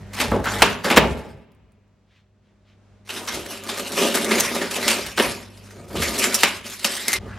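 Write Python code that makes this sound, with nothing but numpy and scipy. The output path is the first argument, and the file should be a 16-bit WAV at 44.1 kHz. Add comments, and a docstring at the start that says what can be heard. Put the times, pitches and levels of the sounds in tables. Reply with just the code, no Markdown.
"""Prying rotten planks from a hull

Gloved hands pry deck planks out of an open hull in a bare workshop. Coloured crackle makes the tearing fibres,
short noise bursts the snaps and rips; further crackle and bursts of noise drive the resonances of the boards.
Shaped low noise makes the hull boom, decaying noise the answering walls, and sines the humming lamp.
Near the end the scene jumps to a quiet moment in which a tool is shifted on the deck.
Two close microphone ports pick it up; the loudest snaps overload them."""
import sys
import numpy as np
from scipy import signal
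from scipy.fft import rfft, irfft, next_fast_len
from scipy.io import wavfile
from scipy.ndimage import uniform_filter1d, map_coordinates

SR = 44100
rng = np.random.default_rng(int(sys.argv[2]) if len(sys.argv) > 2 else 0)


def gain_from_db(level_db):
    """Turn a decibel level (scalar or array-like) into a linear amplitude factor."""
    decades = np.asarray(level_db, float) / 20
    return 10 ** decades


def pcm_store(signal):
    """Save signal as 16-bit PCM."""
    levels = np.round(np.clip(np.atleast_2d(signal), -1, 1) * 32767)
    wavfile.write(sys.argv[1], SR, levels.astype(np.int16).T)


N = 325458
TIME_S = np.arange(N) / SR

CHANGE_S = 2.0  # the hands move on from the wide plank to the short board
JUMP_S = 7.187  # the jump to the quiet moment

# Tearing and scraping, one list a bout. Each row: time in seconds, fibre level in dB, groan of the wood in dB.
TEARING_BOUTS = [
    [(0.0, -54.5, -54), (0.1, -57.5, -81), (0.2, -25, -31.5), (0.305, -46, -37), (0.35, -42.5, -24.5),
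     (0.43, -51.5, -34), (0.47, -31.5, -39), (0.56, -29, -37), (0.68, -29, -28), (0.83, -49, -60),
     (0.845, -25, -37), (0.92, -25, -30), (1.0, -65, -22), (1.04, -37, -24.5), (1.1, -43.5, -33.5),
     (1.3, -54, -43.5), (1.45, -74.5, -60.5)],
    [(3.05, -62, -70), (3.14, -35.5, -36.5), (3.27, -41.5, -37.5), (3.38, -35, -32.5), (3.47, -43, -44),
     (3.55, -36.5, -39), (3.62, -41, -47), (3.68, -35, -35), (3.9, -35, -41), (3.98, -28, -31.5),
     (4.07, -26.5, -19.5), (4.12, -29, -38), (4.15, -29.5, -32), (4.39, -26.5, -21.5), (4.45, -28, -34.5),
     (4.64, -32.5, -29), (4.7, -41, -39), (4.72, -28.5, -39), (4.8, -29.5, -28.5), (4.89, -20.5, -28.5),
     (5.0, -32, -33.5), (5.15, -42.5, -63), (5.2, -28.5, -25), (5.26, -24, -27), (5.34, -37.5, -39),
     (5.49, -51, -83)],
    [(5.5, -55.5, -91), (5.78, -53.5, -42), (5.88, -58, -49), (5.95, -44.5, -28), (6.03, -26.5, -33),
     (6.14, -32.5, -29), (6.24, -19, -32), (6.29, -31.5, -28.5), (6.33, -24, -34), (6.38, -31.5, -35),
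     (6.45, -28.5, -39), (6.63, -49.5, -64), (6.66, -36.5, -38.5), (6.79, -42.5, -58), (6.86, -30, -32),
     (7.02, -34, -44.5), (7.17, -28.5, -35.5)],
    [(7.2, -51, -53), (7.27, -49, -35.5), (7.316, -37.5, -54), (7.38, -45, -57)],
]
# Colour of each bout. Each row: start in seconds, treble shelf in dB, voice of the opening split in Hz,
# edge in Hz below which the fibres are thin.
BOUT_COLOURS = [(0, 4, 1900, 300), (3.0, 9, 2388, 600), (5.5, 8, 2250, 1500), (7.19, -6.5, 1807, 298.5)]
# Spectrum of parting fibres. Each row: frequency in Hz, relative density in dB per Hz.
FIBRE_SPECTRUM = [(240, -4), (400, -8.5), (445, -9.5), (569, -8), (849, -3), (2100, -12.5), (3880, -11.5),
                  (5600, -17.5), (11900, -23), (14100, -33), (15700, -49.5)]
# Bands the wood grain favours. Each row: centre in Hz, width in Hz, lift in dB.
GRAIN_BANDS = [(1660, 800, 3), (2120, 95, 4.5), (2850, 600, 1), (3600, 330, 0.5), (5300, 810, 2)]
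SPLIT_WANDER_OCTAVES = 0.15

# Short snaps. Each row: start in seconds, nominal peak in dB, knock in the wood in dB against the splinters,
# splinter pitch in Hz, treble shelf in dB.
SNAPS = [(0.4419, -14.5, -23, 1580, 1.5), (0.585, -20, 2, 2000, 8.5), (0.6203, 8, -7, 2700, -3),
         (0.962, -3.5, -1, 3060, 1.9), (0.9706, 4.5, -6, 2925, -8), (0.9757, 8.5, -1.5, 2430, -12),
         (1.0392, -18.5, 13, 1150, -22), (1.1911, -37.5, -22.5, 5410, 3), (3.0733, -33, -23, 1856, 0),
         (3.4595, -22.5, -1.5, 1770, 7), (3.6365, -26, -12, 1400, 15), (3.795, -16.5, 0.5, 1420, 11),
         (3.9192, -19.5, -26, 3210, 19.5), (4.245, -13.5, -18, 2670, 15.5), (4.3998, -3, -23, 6300, 20.5),
         (4.7101, -15, -16, 2360, 16), (4.8798, -1.5, -35, 2820, 7.5), (5.0627, -17, -13, 2350, 10.5),
         (5.1979, -3.5, 2, 2970, -10), (5.5732, -36.5, -33, 4920, 6), (5.7074, -32.5, -19, 1820, 2),
         (6.2386, -6.5, -11, 2050, -5), (6.3432, -2.5, -42, 5530, 25), (6.35, -9.5, -39, 5617, 15.5),
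         (6.4275, -16, -63, 3100, 15.5), (6.4332, 5, -11, 2230, -1), (6.6992, -24.5, -20, 3260, 20),
         (6.7943, -24, -24, 4450, 12.5), (6.8443, -2, -16.5, 2730, 9), (6.9656, -16.5, -23, 3150, 13.5),
         (7.0807, -5, -12, 1990, 18), (7.1302, -4, -40, 1960, 16)]
# Drawn-out rips. Each row: start in seconds, nominal peak in dB, knock in the wood in dB against the splinters,
# splinter pitch in Hz, treble shelf in dB.
RIPS = [(0.1323, -23, -23, 2300, 9.5), (0.167, -19.5, -23, 2430, -0.8), (0.1994, -7.5, -6.5, 2480, 6.5),
        (0.3149, -11.5, 6, 1140, -29.5), (0.33, -25, 16.5, 800, -30.5), (0.4561, -8.5, -30, 1486, -17),
        (0.8438, -11, 2, 1630, -0.5), (0.901, -3.5, -4, 2360, -5.5), (3.0904, -18, -10.5, 2770, 2),
        (3.1606, -27, -23, 1740, 6.5), (3.2741, -14.5, -30, 5800, -3.6), (3.3392, -21, -15, 2565, 13.5),
        (3.5259, -27, -21, 2600, 5.6), (3.686, -16, -8, 3600, 0.5), (3.7711, -21, -2.5, 1790, 12.5),
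        (3.972, -11.5, 1, 2360, 1.5), (4.0173, -10.5, -4, 3140, 7.5), (4.0708, -16, -23, 3600, 1.5),
        (4.141, -8.5, -2, 1600, 13.5), (4.3077, -6.5, -4, 2120, -1.9), (4.3795, -10.5, -10, 2060, 2),
        (4.5499, -16.5, -3, 2240, 6), (4.6098, -14.5, -6, 1740, -1.5), (4.7543, -16.5, -20, 3030, -0.5),
        (4.8989, -8.5, -9, 2700, 7.5), (5.1752, -6.5, -6.4, 1813, -2), (5.8802, -38.5, 2.5, 1360, 18.5),
        (5.9, -31, 4.5, 1430, -15), (5.9554, -18, -3.5, 2850, 2.5), (6.0188, -11, -8, 2000, 5),
        (6.1801, -11.5, -37, 5800, 27), (6.4367, -8, -29, 2630, -8), (6.848, -13, -30, 5170, 8)]
# The wide plank, which breaks first. Each row: mode in Hz, width in Hz, relative level in dB.
WIDE_PLANK_MODES = [(114.8, 11, -12.5), (151, 6.7, -5.5), (233.3, 59, 2), (378, 46, 2.5), (426, 78, 2.5),
                    (583, 87, 0.5), (667.5, 69, -2.5), (860, 49, -0.5), (1160, 280, -18)]
# The short board. 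Each row: mode in Hz, width in Hz, relative level in dB.
SHORT_BOARD_MODES = [(170.6, 19, -9), (228.6, 27, 1), (394, 79, -1.76), (569.4, 36, -1.5), (685, 94, -9),
                     (950, 34, -10), (1208, 40, -9)]
SNAP_RISE_S, RIP_RISE_S = 0.00059, 0.0041
SNAP_FALL_S, RIP_FALL_S = 0.013, 0.055  # time for the envelope to fall by 20 dB
PLANK_THIN_HZ, BOARD_THIN_HZ = 248, 910  # below this the splinters are thin
KNOCK_EDGE_HZ = 5900  # upper edge of a knock at 0 dB treble; the break's treble moves it
CREST_DB = 2.5  # allowance for the peak of a burst over its rms
# The first hard fibre to part: level against the nominal peak, then dB gained per dB of treble
SNAP_TICK_DB, RIP_TICK_DB, TICK_FOLLOWS = -3, -3.5, 0.17

# A nail twangs as it slips in the board. Each row: start in seconds, level in dB.
NAIL_SLIPS = [(7.081, -21), (7.131, -19)]
# Partials of the nail. Each row: frequency in Hz, relative level in dB.
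NAIL_PARTIALS = [(2090, 1.5), (4200, -11), (5400, -14.5)]
NAIL_DRIFT = 0.1  # radians a sample, random

# Pushes on the hull from hands, feet or a break. Each row: start in seconds, level in dB, hold in seconds.
HULL_PUSHES = [(0.0, -36.5, 0.017), (0.27, -29, .12), (0.61, -31, 0.022), (0.8, -47, 0.11),
               (0.99, -23.5, 0.023), (1.11, -27.5, 0.041), (1.3, -42, 0.045), (1.5, -55.5, 0.2),
               (2.9, -60, .05), (3.35, -44, 0.059), (4.15, -52, .2), (4.4, -41, 0.047), (4.85, -44, .03),
               (5.06, -42, 0.018), (5.28, -34.5, 0.017), (5.79, -44, 0.045), (5.98, -26, 0.033),
               (6.1, -46, 0.14), (6.54, -49, 0.037), (7.2, -37.5, 0.11)]
# Spectrum of the hull. Each row: frequency in Hz, relative density in dB per Hz.
HULL_SPECTRUM = [(19, -39), (32, -18.5), (59, 14.5), (91, 5), (140, 4.5), (160, 7.5), (210, -31),
                 (350, -120)]
PUSH_RISE_DB_PER_S, PUSH_FALL_DB_PER_S, HULL_REST_DB = 252.5, 150, -65

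# Bits of rot dropping on the deck. Each row: start in seconds, click peak in dB before colouring.
CRUMBS = [(1.5191, -41.5), (1.5488, -49), (1.7205, -45.5), (1.8785, -56.5)]
# Cloth brushing. Each row: centre in seconds, level in dB, half length in seconds.
SLEEVE_BRUSHES = [(2.16, -63, .06), (2.7, -64, .045), (2.48, -72, .05)]
# Spectrum of the cloth. Each row: frequency in Hz, relative density in dB per Hz.
CLOTH_SPECTRUM = [(500, -30), (1200, -10), (2200, -5.5), (3500, -7.5), (6000, -19), (11000, -38)]

# Decay of the walls. Each row: frequency in Hz, time to fall by 60 dB in seconds.
WALL_DECAY = [(60, 1.0), (250, 0.59), (1000, 0.44), (3000, 0.4), (7000, 0.23), (14000, 0.1)]
# Left-right likeness of room and air. Each row: frequency in Hz, correlation from -1 to 1.
ROOM_LIKENESS = [(60, .93), (150, .75), (400, .75), (1200, .72), (2200, .88), (4000, .5), (8000, .05),
                 (14000, .05)]
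# Lead of the left port. Each row: frequency in Hz, phase in radians.
PORT_LEAD = [(3000, 0.008), (5400, 0.21), (8000, 0.73), (11500, 1.7), (14000, 1.1)]
HALL_DB, HALL_FALL_RATIO = -30, 0.24  # far end of the hall: level, its rate of fall over that of the walls

# Level of hum and air, which sinks after the first loud snaps and creeps back.
# Each row: time in seconds, relative level in dB.
BACKGROUND_LEVEL = [(0, -50.5), (.6, -40.5), (1.0, -66.5), (1.5, -70), (2.4, -70), (3.2, -59.5),
                    (4.4, -57.5), (5.2, -56.5), (5.7, -53.5), (6.4, -57), (7.1, -64), (7.2, -49),
                    (7.38, -48)]
# Partials of the hum. Each row: frequency in Hz, relative level in dB.
HUM_PARTIALS = [(51, -4.5), (100, 1.5), (200, -5), (377, -16.5), (400, -24), (455, -23), (609, -16.5)]
# Spectrum of the far air. Each row: frequency in Hz, relative density in dB per Hz.
AIR_SPECTRUM = [(22, -38.5), (38, -14), (97, -12), (152, -18), (209, -10), (289, -17.5), (549, -20.5),
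                (606, -21), (836, -24.5), (7180, -42), (14000, -62)]


def unit(x):
    """Scales a signal to rms 1."""
    return x / np.sqrt(np.mean(x ** 2) + 1e-20)


def along(points, hz):
    """Reads (Hz, value) points on a log frequency axis."""
    f, v = np.transpose(points)
    return np.interp(np.log(hz + 1), np.log(f + 1), v)


def curves(rows, outside=None):
    """Gives one value per sample for each column after the time."""
    s, *columns = np.transpose(rows)
    return np.array([np.interp(TIME_S, s, column, outside, outside) for column in columns])


def wobble(rate):
    """Draws a smooth random curve with rate knots a second."""
    knots = rng.standard_normal(int(N * rate / SR) + 4)
    return map_coordinates(knots, [np.arange(N) * rate / SR])


def filtered(x, response):
    """Multiplies the spectrum of x by a complex response of frequency."""
    n = x.shape[-1]
    m = next_fast_len(n + 8192)
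    return irfft(rfft(x, m) * response(np.fft.rfftfreq(m, 1 / SR)), m)[..., :n]


def shaped(x, spectrum):
    """Colours noise with a spectrum table."""
    return filtered(x, lambda f: gain_from_db(along(spectrum, f)))


def paired(x, alike):
    """Mixes two unrelated signals into a left and right of the given likeness."""
    def mid_side(hz):
        turn = np.arccos(np.clip(along(alike, hz), -1, 1)) / 2
        return np.array([np.cos(turn), np.sin(turn)])
    mid, side = filtered(x, mid_side)
    return np.array([mid + side, mid - side])


def mode(f, hz, width):
    """Response of one causal resonance, with gain 1 at its centre."""
    return 1j * f * width / (hz * hz - f * f + 1j * f * width)


def body(modes):
    """Response of the bending modes of a piece of wood, with alternating signs."""
    return lambda f: sum((-1) ** k * gain_from_db(db) * mode(f + 1, hz, width)
                         for k, (hz, width, db) in enumerate(modes))


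def lift(f):
    """Lift in dB of the bands that the wood grain favours."""
    return sum(db / (1 + (2 * (f - hz) / width) ** 2) for hz, width, db in GRAIN_BANDS)


def treble(f, db):
    """Gain of a soft shelf that reaches db well above 4500 Hz."""
    return gain_from_db(db / (1 + (4500 / (f + 1)) ** 3))


def crackle(per_s, spread_db, smooth):
    """Fibres part at random instants with uneven strengths, in clumps, over a share of plain rubbing."""
    clump = gain_from_db(4.4 * wobble(40))
    parting = rng.random(N) < per_s * clump / SR
    strength = np.minimum(rng.exponential(size=N), 3)
    grains = unit(parting * gain_from_db(spread_db * strength) * rng.standard_normal(N))
    rubbing = smooth * gain_from_db(1.5 * wobble(70)) * rng.standard_normal(N)
    return unit(grains + rubbing)


def ticks(rows, low_hz):
    """Dry noise clicks that fall 20 dB in 1.5 ms, thinned below low_hz and dulled above 11 kHz."""
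    out, t = np.zeros(N), np.arange(176) / SR
    for s, db in rows:
        click = gain_from_db(-20 * t / 0.0015) * rng.standard_normal(len(t))
        out[round(s * SR):][:len(t)] += gain_from_db(db) * click / np.abs(click).max()
    return filtered(out, lambda f: 1j * f / (low_hz + 1j * f) / (1 + 1j * f / 11000))


def tearing():
    """Crackle coloured by grain and opening split; a second crackle, with its own level, sounds the wood modes."""
    fibre_db, groan_db = np.max([curves(bout, outside=-150) for bout in TEARING_BOUTS], axis=0)
    since, treble_db, split_hz, thin_hz = np.transpose(BOUT_COLOURS)
    bout = np.searchsorted(since, TIME_S, side='right') - 1
    split_hz = split_hz[bout] * 2 ** (SPLIT_WANDER_OCTAVES * wobble(12))

    f, t, z = signal.stft(crackle(per_s=2500, spread_db=1.0, smooth=0.6), SR, nperseg=256)
    f, at = f[:, None], np.minimum(t * SR, N - 1).astype(int)
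    split_db = 8 / (1 + ((f - split_hz[at]) / 450) ** 2)
    # the colour wanders in patches of time and frequency
    patches = uniform_filter1d(rng.standard_normal(z.shape), 4, axis=0)
    patches_db = 3.5 * unit(uniform_filter1d(patches, 12, axis=1))
    colour = gain_from_db(along(FIBRE_SPECTRUM, f) + lift(f) + split_db + patches_db)
    colour = colour * treble(f, treble_db[bout[at]])
    colour = colour / (1 + (thin_hz[bout[at]] / (f + 1)) ** 2)
    colour /= np.sqrt(np.mean(colour[6:30] ** 2, axis=0))  # the middle band carries the level
    fibres = unit(signal.istft(z * colour, SR, nperseg=256)[1][:N])

    rubbing = crackle(per_s=800, spread_db=6.5, smooth=0.9)
    plank = unit(filtered(rubbing, body(WIDE_PLANK_MODES)))
    board = unit(filtered(rubbing, body(SHORT_BOARD_MODES)))
    groan = np.where(np.arange(N) < CHANGE_S * SR, plank, board)
    return gain_from_db(fibre_db) * fibres + gain_from_db(groan_db) * groan


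def snaps():
    """Each break is a swelling, dying burst of splinters that rings at its own pitch and knocks the wood.

    Row 0 is direct; row 1 feeds the walls, the same energy and colour without the grain of the burst."""
    wood, t = np.zeros((2, N + SR)), np.arange(SR // 6) / SR
    breaks = [(*row, SNAP_RISE_S, SNAP_FALL_S) for row in SNAPS]
    breaks += [(*row, RIP_RISE_S, RIP_FALL_S) for row in RIPS]
    for s, db, knock_db, hz, treble_db, rise, fall in breaks:
        wide = s < CHANGE_S
        modes = WIDE_PLANK_MODES if wide else SHORT_BOARD_MODES
        thin_hz = PLANK_THIN_HZ if wide else BOARD_THIN_HZ
        swell = (1 - np.exp(-t / rise)) * gain_from_db(-20 * (t / fall) ** 0.51)
        # splinters part unevenly, in lumps of 64 samples
        lumps = gain_from_db(3 * np.repeat(rng.standard_normal(len(t) // 64 + 1), 64)[:len(t)])
        burst = rng.standard_normal((2, len(t))) * swell * lumps
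        blow = np.linalg.norm(burst[0]) * (np.arange(len(t)) == round(0.2 * fall * SR))

        def splinter_colour(f):
            fibre = gain_from_db(along(FIBRE_SPECTRUM, f) + lift(f)) * treble(f, treble_db)
            ring = 1 + 1.8 * mode(f, hz, 420)
            return fibre * ring * (1j * f / (thin_hz + 1j * f)) ** 2

        def knock_colour(f):
            return body(modes)(f) / (1 + 1j * f / (KNOCK_EDGE_HZ * gain_from_db(treble_db)))

        crack = filtered(np.array([burst[0], blow]), splinter_colour)
        knock = filtered(np.array([burst[1], blow]), knock_colour)
        both = crack / np.linalg.norm(crack[0]) + gain_from_db(knock_db) * knock / np.linalg.norm(knock[0])
        wood[:, round(s * SR):][:, :len(t)] += gain_from_db(db - CREST_DB) * np.linalg.norm(swell) * both
    return wood[:, :N]


def first_fibres():
    """Every break opens with one hard fibre parting, a click that is louder in a bright break."""
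    rows = []
    for kind, over_db in ((SNAPS, SNAP_TICK_DB), (RIPS, RIP_TICK_DB)):
        for s, db, _, _, treble_db in kind:
            rows.append((s, db + over_db + TICK_FOLLOWS * treble_db))
    return ticks(rows, low_hz=2000)


def nail():
    """A slipping nail gives short steel notes: decaying sines whose phase drifts at random."""
    twang, t = np.zeros(N + SR), np.arange(SR // 3) / SR
    for s, db in NAIL_SLIPS:
        for hz, level_db in NAIL_PARTIALS:
            drift = np.cumsum(rng.standard_normal(len(t))) * NAIL_DRIFT
            decay = gain_from_db(db + level_db - 60 * t / 0.15)
            twang[round(s * SR):][:len(t)] += decay * np.sin(2 * np.pi * hz * t + drift)
    return twang[:N]


def boom():
    """The hollow hull rumbles when it is leaned on: each push swells, holds and dies away."""
    power = gain_from_db(2 * HULL_REST_DB)
    for s, db, held in HULL_PUSHES:
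        rise_db = PUSH_RISE_DB_PER_S * np.maximum(s - TIME_S, 0)
        fall_db = PUSH_FALL_DB_PER_S * np.maximum(TIME_S - s - held, 0)
        power = power + gain_from_db(2 * (db - rise_db - fall_db))
    shake = shaped(rng.standard_normal((2, N)), HULL_SPECTRUM)
    return np.sqrt(power) * unit(paired(shake, [(60, 0.95)]))


def stirring():
    """Between the pulls, crumbs tick down as clicks and a sleeve brushes as swelling, coloured crackle."""
    swell = sum(gain_from_db(db) * np.exp(-((TIME_S - s) / half) ** 2) for s, db, half in SLEEVE_BRUSHES)
    brush = unit(shaped(crackle(per_s=2600, spread_db=4.0, smooth=1.88), CLOTH_SPECTRUM))
    return ticks(CRUMBS, low_hz=3500) + swell * brush


def workshop(x):
    """Hull sides flash back treble, walls decay by frequency and the far end of the hall lingers.

    A fresh noise tail every quarter second lets the answer change as the hands move about."""
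    wet, step = np.zeros((2, N + 2 * SR)), SR // 4
    sounding = np.flatnonzero(x)
    for start in range(sounding[0], sounding[-1], step):
        hz, t, z = signal.stft(rng.standard_normal((2, SR)), SR, nperseg=256)
        hz = hz[:, None]
        fall_db = -60 * t / along(WALL_DECAY, hz)
        sides = gain_from_db(16.5 - 60 * t / 0.025) / (1 + (6500 / (hz + 1)) ** 3)
        hall = gain_from_db(HALL_DB + HALL_FALL_RATIO * fall_db)
        tail = signal.istft(z * (sides + gain_from_db(fall_db) + hall), SR, nperseg=256)[1]
        tail = tail / np.linalg.norm(tail[0])
        answer = signal.fftconvolve(x[None, start:start + step], tail, axes=1)
        wet[:, start + 130:][:, :answer.shape[1]] += answer  # about 3 ms of pre-delay
    return paired(wet[:, :N], ROOM_LIKENESS)


def heard(x):
    """Row 0 arrives directly, its treble leading in phase at the left port; row 1 goes through the room."""
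    sides = np.array([[1], [-1]])
    direct = filtered(x[0], lambda f: np.exp(0.5j * along(PORT_LEAD, f) * sides))
    return direct + gain_from_db(-3.0) * workshop(x[1])


def background():
    """A slightly unsteady mains hum of sines over far air, which is shaped noise."""
    hum = np.zeros(N)
    for hz, db in HUM_PARTIALS:
        level = gain_from_db(db + 9.0 + 1.4 * wobble(6))
        hum += level * np.sin(2 * np.pi * hz * TIME_S + 0.43 * wobble(5.0))
    air = unit(paired(shaped(rng.standard_normal((2, N)), AIR_SPECTRUM), ROOM_LIKENESS))
    return gain_from_db(curves(BACKGROUND_LEVEL)[0]) * (hum + gain_from_db(4.0 + 1.5 * wobble(6.4)) * air)


def scene():
    """Mixes all layers; the jump in time cuts off whatever wood and room sound still rings."""
    rubbed = tearing()
    before = np.arange(N) < JUMP_S * SR
    wood = snaps() + (rubbed + first_fibres() + nail() + stirring())
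    prying = heard(wood * before) * before
    tool = heard(np.array([rubbed, rubbed]) * ~before)
    return prying + tool + boom() + background()


def top_cut(x):
    """Nothing passes above the cut-off."""
    return signal.sosfilt(signal.butter(12, 15820, fs=SR, output="sos"), x)


def record(dry):
    """The microphone drops the deepest bass and highest treble; the loudest snaps flatten at full scale."""
    x = filtered(dry, lambda f: (1j * f / (37 + 1j * f)) ** 2 * (f < 15900))
    mix = x / (1 + np.abs(x) ** 10) ** (1 / 10)
    return top_cut(mix)


dry = scene()
out = record(dry)
pcm_store(out)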